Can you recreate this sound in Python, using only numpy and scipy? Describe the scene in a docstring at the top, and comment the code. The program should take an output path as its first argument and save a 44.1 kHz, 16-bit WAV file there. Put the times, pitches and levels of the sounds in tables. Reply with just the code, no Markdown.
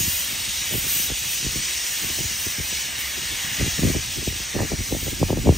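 """A standing steam locomotive vents steam from its cylinder cocks, heard across the tracks of a station yard.
The jet is shaped noise: a steady hiss with brief spurts of fine spray, its tone bands swelling and sinking.
A breeze thumps on the microphone in ever stronger gusts: sharp pushes of air, small eddies and a deep wake.
Behind them lie a low rumble, made of dark noise, and one faint, far chirp, a sine that slides down."""
import sys
import numpy as np
from scipy import signal
from scipy.fft import rfft, irfft
from scipy.io import wavfile
from scipy.ndimage import uniform_filter1d

SR = 44100
rng = np.random.default_rng(int(sys.argv[2]) if len(sys.argv) > 2 else 0)


def unload_audio(sound):
    """Save the sound as a 16-bit wav file, at the path given as the first command line argument."""
    columns = np.transpose(np.atleast_2d(sound))
    # keep every value between -1 and 1, then stretch to whole-number steps
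    steps = np.round(np.clip(columns, -1, 1) * 32767)
    wavfile.write(sys.argv[1], SR, steps.astype(np.int16))


N = 245725  # length in samples

# Large eddies of wind that thump on the microphone. Each row: time in seconds, level in dB,
# frequency in Hz that sets the range of its tones, roughness from 0 (one sharp push) to 1 (all flurry).
EDDIES = [(.004, -33, 110, .4), (0.033, -33, 140, 0.4), (0.064, -31, 190, 0.5), (.075, -21.5, 140, 0.2),
          (.324, -35, 280, 0.6), (.485, -33, 150, 0.46), (.709, -33, 310, 0.35), (.722, -27, 330, .45),
          (.738, -26, 350, .45), (0.751, -22, 320, 0.42), (.776, -23.5, 180, 0.35), (.845, -34, 340, 0.36),
          (.865, -31.5, 260, 0.4), (0.959, -32.5, 230, 0.4), (.995, -32, 220, .5), (1.100, -27.5, 400, 0.3),
          (1.116, -26, 260, .4), (1.425, -34, 260, 0.4), (1.444, -26, 190, 0.4), (1.463, -22, 215, 0.15),
          (1.556, -24.5, 235, .3), (1.567, -28, 225, .4), (2.025, -32.5, 300, 0.7),
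          (2.041, -28.5, 342, 0.4), (2.099, -27.5, 219, 0.38), (2.185, -28, 380, .5),
          (2.204, -24.5, 220, 0.38), (2.308, -35, 280, 0.56), (2.466, -25.5, 305, 0.42),
          (2.581, -29, 169, 0.3), (2.598, -24, 236, 0.34), (2.725, -33.5, 360, .4), (3.179, -31, 260, 0.6),
          (3.230, -35, 220, 0.45), (3.322, -36, 280, 0.6), (3.596, -24.5, 230, 0), (3.61, -19, 314, 0.52),
          (3.622, -15, 161, 0.2), (3.642, -25, 230, 0.2), (3.661, -23, 258, 0.45), (3.675, -22, 220, 0.2),
          (3.79, -19, 250, 0.42), (3.820, -17, 170, 0.4), (3.832, -13, 297, .35), (3.847, -11.5, 232, 0.47),
          (3.869, -14, 262, 0.6), (3.886, -18.5, 211, 0.55), (3.899, -15.5, 270, 0.4),
          (3.948, -18.5, 320, 0.37), (3.962, -17.5, 268, .45), (3.982, -28, 220, 0.5),
          (4.169, -25.5, 230, 0.65), (4.185, -23, 220, 0.63), (4.225, -29.5, 288, 0.64),
          (4.274, -17, 290, 0.25), (4.298, -29, 230, 0.6), (4.325, -31, 240, 0.4), (4.357, -30, 170, 0.44),
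          (4.400, -29.5, 226, 0.32), (4.550, -20, 332, 0.4), (4.563, -17, 282, 0.48),
          (4.59, -22, 500, 0.56), (4.603, -16, 395, 0.4), (4.618, -21.5, 420, 0.5),
          (4.630, -21.5, 390, 0.37), (4.648, -24.5, 300, 0.53), (4.717, -19.5, 356, .4),
          (4.732, -18, 280, 0.54), (4.788, -20, 160, 0.3), (4.802, -22.5, 229, 0.44),
          (4.923, -15, 310, 0.31), (4.947, -20.5, 338, 0.5), (4.964, -24.5, 320, .45),
          (5.027, -28, 240, 0.4), (5.067, -24, 258, 0.37), (5.079, -22, 342, 0.34), (5.127, -24, 240, 0.6),
          (5.212, -12, 240, 0.42), (5.228, -10.5, 406, 0.17), (5.245, -18, 75, 0.35),
          (5.295, -23, 450, 0.54), (5.303, -13.5, 360, 0.14), (5.328, -13, 362, 0.3), (5.337, -22, 80, 0.4),
          (5.371, -18, 340, 0.23), (5.383, -21, 290, 0.5), (5.391, -17, 70, .3), (5.459, -14, 300, 0.4),
          (5.471, -12, 374, 0.2), (5.477, -9, 270, 0.3), (5.490, -5, 365, 0.17), (5.494, -10, 95, .2),
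          (5.507, -17, 240, 0.4), (5.523, -19.5, 310, .3), (5.550, -25, 220, .5)]


def amp(db):
    """Turns decibels into a gain."""
    return 10 ** (np.asarray(db) / 20)


def unit(x):
    """Scales a signal to an rms (average strength) of 1."""
    return x / np.sqrt(np.mean(x ** 2) + 1e-20)


def read(points, hz):
    """Reads a curve of (Hz, value) points, with straight lines between them on a log-frequency axis."""
    f, value = np.transpose(points)
    return np.interp(np.log(hz + 1), np.log(f + 1), value)


def add(mix, s, sound):
    """Mixes a stereo sound in at time s, or at the very start if s is negative."""
    start = max(round(s * SR), 0)
    part = mix[:, start:][:, :sound.shape[1]]
    part += sound[:, :part.shape[1]]


def grid(size):
    """Gives the frame times (s) and bin frequencies (Hz) of short-time spectra, four frames to a window."""
    hop = size // 4
    times = np.arange(N // hop + 5) * hop / SR
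    return times, np.fft.rfftfreq(size, 1 / SR)


def drift(shape, size):
    """Makes smooth random ups and downs of rms 1, in patches of size (frames, bins)."""
    noise = rng.standard_normal(shape)
    along_time = uniform_filter1d(noise, size[0], axis=0)
    return unit(uniform_filter1d(along_time, size[1], axis=1))


def steam(patchy_db=0.33, flutter_db=0.37, spit_db=0.27, grain_db=2.28, ripple_db=1.28, wander_db=1.26):
    """Turbulent jet: its registers swell and sink, and water in the steam makes the top sputter."""
    level = -26  # dB
    # Average tone colour of the jet. Each row: frequency in Hz, relative level in dB per Hz.
    hiss = [(600, -17), (1300, -10.7), (1550, -7), (1800, -2.2), (2300, -1.8), (2900, .5), (4600, -3.8),
            (5900, 0), (7400, -.6), (8900, -6), (10900, -5.3), (11700, -7.7), (13200, -6.2), (15500, -11.5)]
    # Faint whistles within the hiss. Each row: frequency in Hz, width in Hz, rise over the hiss in dB.
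    whistles = [(5882, 40, 2.8), (8095, 90, 1.5)]
    # Frequencies in Hz where the low body, roar, bright sizzle and fizz (fine spray) each rule.
    zones_hz = [1700, 2960, 6100, 12400]
    # Rise and fall of these four registers. Each row: time in seconds, level in dB (its average is removed).
    body = [(0, -41.5), (.45, -42), (1.0, -41), (1.15, -44), (2.1, -40.5), (2.45, -42), (3.1, -41),
            (3.55, -37.5), (3.95, -40.5), (4.28, -47), (4.6, -39.5), (4.78, -44.5), (5.15, -46.5),
            (5.57, -44)]
    roar = [(0, -30), (.3, -30), (.48, -28), (.7, -29.5), (1.0, -29), (1.14, -30), (1.3, -28), (1.5, -30),
            (1.7, -28.4), (1.9, -31), (2.1, -28.5), (2.55, -33), (2.72, -29.5), (3.1, -32), (3.35, -29),
            (3.65, -29), (4.05, -32.5), (4.22, -30.5), (4.78, -36), (5.0, -32.5), (5.38, -36.5),
            (5.57, -36)]
    sizzle = [(.04, -27.5), (.3, -32), (.52, -29), (.73, -31.5), (.82, -30.5), (1.0, -28), (1.15, -30),
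              (1.8, -28), (2.0, -30.5), (2.45, -30), (2.63, -33), (2.72, -29.5), (2.85, -30), (2.93, -34.5),
              (3.3, -30.5), (3.48, -32.5), (3.65, -29.5), (4.3, -33), (4.72, -33.5), (4.86, -33),
              (5.25, -35), (5.39, -38.3), (5.57, -36)]
    fizz = [(0, -42.5), (.62, -40), (.9, -40), (1.12, -44.5), (1.25, -38), (1.5, -43.5), (2.15, -38.5),
            (2.9, -44.5), (3.6, -41.5), (4.35, -46), (4.75, -48), (5.05, -43), (5.36, -47.5), (5.57, -47)]
    # Brief spurts of spray. Each row: middle in seconds, length in seconds, rise of the fizz in dB.
    spurts = [(0.04, 0.34, 10.5), (0.784, 0.087, 6), (0.975, 0.18, 10), (3.0, 0.033, 5)]

    t, hz = grid(size=1024)
    field_db = read(hiss, hz)
    for f, width, db in whistles:
        field_db = field_db + db / (1 + (2 * (hz - f) / width) ** 2)

    spurt_db = sum(db / (1 + (2 * (t - middle) / length) ** 4) for middle, length, db in spurts)
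    registers = [body, roar, sizzle, fizz]
    # each row of the identity picks one zone, so a register fades out towards its neighbours
    for zone, curve, lift_db in zip(np.eye(len(registers)), registers, [0, 0, 0, spurt_db]):
        level_db = (np.interp(t, *np.transpose(curve)) + lift_db)[:, None]
        field_db = field_db + (level_db - level_db.mean()) * np.interp(hz, zones_hz, zone)

    # random unevenness: soft patches, narrow streaks, and shared flicker
    shape, per_frame = field_db.shape, (len(t), 1)
    patches = patchy_db * drift(shape, size=(12, 14))
    grain = grain_db * drift(shape, size=(12, 2))
    ripple = ripple_db * drift(shape, size=(70, 1))
    flutter = flutter_db * drift(per_frame, size=(4, 1))
    # these two grow with frequency
    sputter = spit_db * drift(shape, size=(2, 120)) * hz / hz[-1] * 2
    wander = wander_db * drift(per_frame, size=(14, 1)) * (hz / zones_hz[-1]) ** 2
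    uneven_db = patches + grain + ripple + flutter + sputter + wander
    return amp(level) * airborne(field_db + uneven_db, hz)


def airborne(field_db, hz):
    """Makes noise with the given level over frames and bins, as two microphone ports pick it up."""
    # Each row: frequency in Hz, phase in radians by which the left port leads.
    phase_lead = [(100, 0), (1300, -.45), (1900, 0), (2950, .6), (3350, .55), (3900, 0), (6250, 0),
                  (6850, .35), (7450, 3.14), (8000, 5.9), (8850, 6.2), (10400, 3.14), (11800, 3.1),
                  (13800, 0)]
    # Each row: frequency in Hz, likeness of left and right from 0 to 1.
    likeness = [(100, .88), (1150, .72), (1550, .15), (1850, .98), (3100, .91), (4100, .998), (6200, .998),
                (7000, .8), (7350, .99), (7450, 1), (7550, .99), (7900, .74), (8500, .98), (9600, .69),
                (10450, .998), (11700, .998), (12600, .73), (14000, .995)]
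    shape = (2, *field_db.shape)
    left, other = rng.standard_normal(shape) + 1j * rng.standard_normal(shape)
    same = np.clip(read(likeness, hz), 0, 1)
    right = same * left + np.sqrt(1 - same ** 2) * other
    right = right * np.exp(-1j * read(phase_lead, hz))
    spectra = (np.array([left, right]) * amp(field_db)).swapaxes(1, 2)
    size = 2 * (len(hz) - 1)
    sound = signal.istft(spectra, nperseg=size, noverlap=size * 3 // 4)[1]
    return unit(sound[:, :N])


def eddies(spread_s=0.009, edge_ratio=1.774, floor_ratio=0.14, left_db=0.26):
    """Each large eddy is one sharp push inside a short flurry of turbulence; rough ones are mostly flurry."""
    out = np.zeros((2, N))
    count, middle = 8192, 1024  # samples: length of a thump, place of its push
    span = .005 * SR  # a thump's level is its energy spread over 5 ms
    t = (np.arange(count) - middle) / SR
    flurry = np.exp(-.5 * (t / spread_s) ** 2)
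    flurry /= np.linalg.norm(flurry)
    for s, db, hz, rough in EDDIES:
        rough = np.clip(rough, 0, 1)
        rough_push = rough * turbulence(count, apart=0.7) * flurry
        sharp_push = (1 - rough) * rng.choice([-1, 1]) * (t == 0)  # towards or away, at random
        thump = pressure(rough_push + sharp_push, edge_ratio * hz, floor_ratio * hz)
        strength = np.sqrt((thump ** 2).mean(0).sum() / span)
        add(out, s + t[0], thump * amp(db) / strength)
    return out * amp([[left_db], [-left_db]])  # slightly stronger on the left


def breeze():
    """Small eddies of the steady breeze and of each gust, and the deeper wake that follows the gusts."""
    # The breeze between gusts. Each row: time in seconds, strength in dB before the ceiling.
    steady = [(0, -31), (.13, -55), (.3, -45), (.9, -47.5), (1.55, -42.5), (1.8, -54), (2.1, -41.5),
              (3.0, -47.5), (3.5, -42), (4.45, -48.5), (5.1, -38.5), (5.57, -31)]
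    # Small eddies around each thump: rise in seconds, fall in seconds, strength in dB against the thump.
    swell = (0.021, 0.034, -16.5)
    # Deep flutter that lingers behind it: rise in seconds, fall in seconds, strength in dB against the thump.
    wake = (0.007, 0.075, -15.5)
    t, _ = grid(size=512)
    steady_strength = amp(np.interp(t, *np.transpose(steady)))
    small_strength = np.hypot(steady_strength, gusting(t, *swell))
    small = buffeting(small_strength, ceiling_db=-21, lumpy_db=4.0, edge_hz=300)
    deep = buffeting(gusting(t, *wake), ceiling_db=-32.5, lumpy_db=1.5, edge_hz=113)
    return small + deep


def gusting(t, rise_s, fall_s, share_db):
    """Strength of the air stirred by the large eddies: each lifts it quickly, and it dies away."""
    power = 0
    for s, db, _, _ in EDDIES:
        before = np.maximum(s - t, 0) / rise_s
        after = np.maximum(t - s, 0) / fall_s
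        power = power + (amp(db + share_db) * np.exp(-before - after)) ** 2
    return np.sqrt(power)


def buffeting(strength, ceiling_db, lumpy_db, edge_hz):
    """Lumpy wind noise that follows a strength given per frame and levels off softly under a ceiling."""
    t = np.arange(N) / SR
    frames, _ = grid(size=512)
    lumps = np.interp(t, frames, drift((len(frames), 1), size=(5, 1))[:, 0])
    push = turbulence(N, apart=.3) * amp(lumpy_db * lumps)
    air = unit(pressure(push, edge_hz, floor_hz=18))
    gust = np.interp(t, frames, strength)
    return air * gust / np.hypot(1, gust / amp(ceiling_db))


def turbulence(count, apart):
    """Random pushes of air, mostly common to both ports."""
    common, difference = rng.standard_normal((2, count))
    return np.array([common + apart * difference, common - apart * difference])


def pressure(push, edge_hz, floor_hz, steepness=2.15, swirl=1.3):
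    """Turns pushes of air into wind noise; the low tones lag, so each thump falls in pitch."""
    # Colour of wind noise in the microphone. Each row: frequency in Hz, relative level in dB per Hz.
    wind_colour = [(15, -24), (30, -14.5), (55, 0), (90, -0.5), (180, -3.5), (370, -3), (700, -4.5),
                   (1200, 0.5), (1700, -11), (3000, -63)]
    hz = np.fft.rfftfreq(push.shape[1], 1 / SR)
    below_edge = np.exp(-(hz / edge_hz) ** steepness)
    above_floor = hz / np.hypot(hz, floor_hz)
    colour = amp(read(wind_colour, hz)) * below_edge * above_floor
    lag = np.exp(-2j * np.pi * swirl * np.log(hz + 10))  # each tone is late by about `swirl` of its cycles
    return irfft(rfft(push) * colour * lag, push.shape[1])


def rumble(patchy_db=0.5):
    """The low, even sound of the boiler and the yard: dark noise with slight, slow unevenness."""
    level = -45.5  # dB
    # Tone colour of the rumble. 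Each row: frequency in Hz, relative level in dB per Hz.
    low_colour = [(18, -33), (27, -22), (38, -37), (58, 13.5), (100, -15), (160, -18.5), (310, -11.5),
                  (520, -12), (800, -10.5), (1200, -13), (2200, -26.5)]
    t, hz = grid(size=4096)
    patches = patchy_db * drift((len(t), len(hz)), size=(20, 3))
    return amp(level) * airborne(read(low_colour, hz) + patches, hz)


def chirp():
    """A faint, far whistle: a sine that slides down, slowly at first, with soft ends."""
    # One call: start in seconds, length in seconds, first frequency in Hz, last frequency in Hz, peak in dB.
    far_call = (1.64, .16, 1675, 1565, -47)
    s, length_s, from_hz, to_hz, level_db = far_call
    u = np.linspace(0, 1, round(length_s * SR))
    hz = from_hz + (to_hz - from_hz) * u ** 2
    tone = np.sin(2 * np.pi * np.cumsum(hz) / SR)
    tone = tone * signal.windows.tukey(len(u), .5)
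    out = np.zeros((2, N))
    add(out, s, amp(level_db) * np.array([tone, tone]))
    return out


def scene():
    """Locomotive and yard, with the wind on the microphone."""
    return steam() + rumble() + chirp() + breeze() + eddies()


def record(dry):
    """Limits the band as the recorder does: a steep low-pass filter removes the highest treble."""
    cutoff_hz = 15750
    low_pass = signal.firwin(1023, cutoff_hz, window=("kaiser", 9), fs=SR)
    return signal.oaconvolve(dry, low_pass[None], "same")


dry = scene()
out = record(dry)
unload_audio(out)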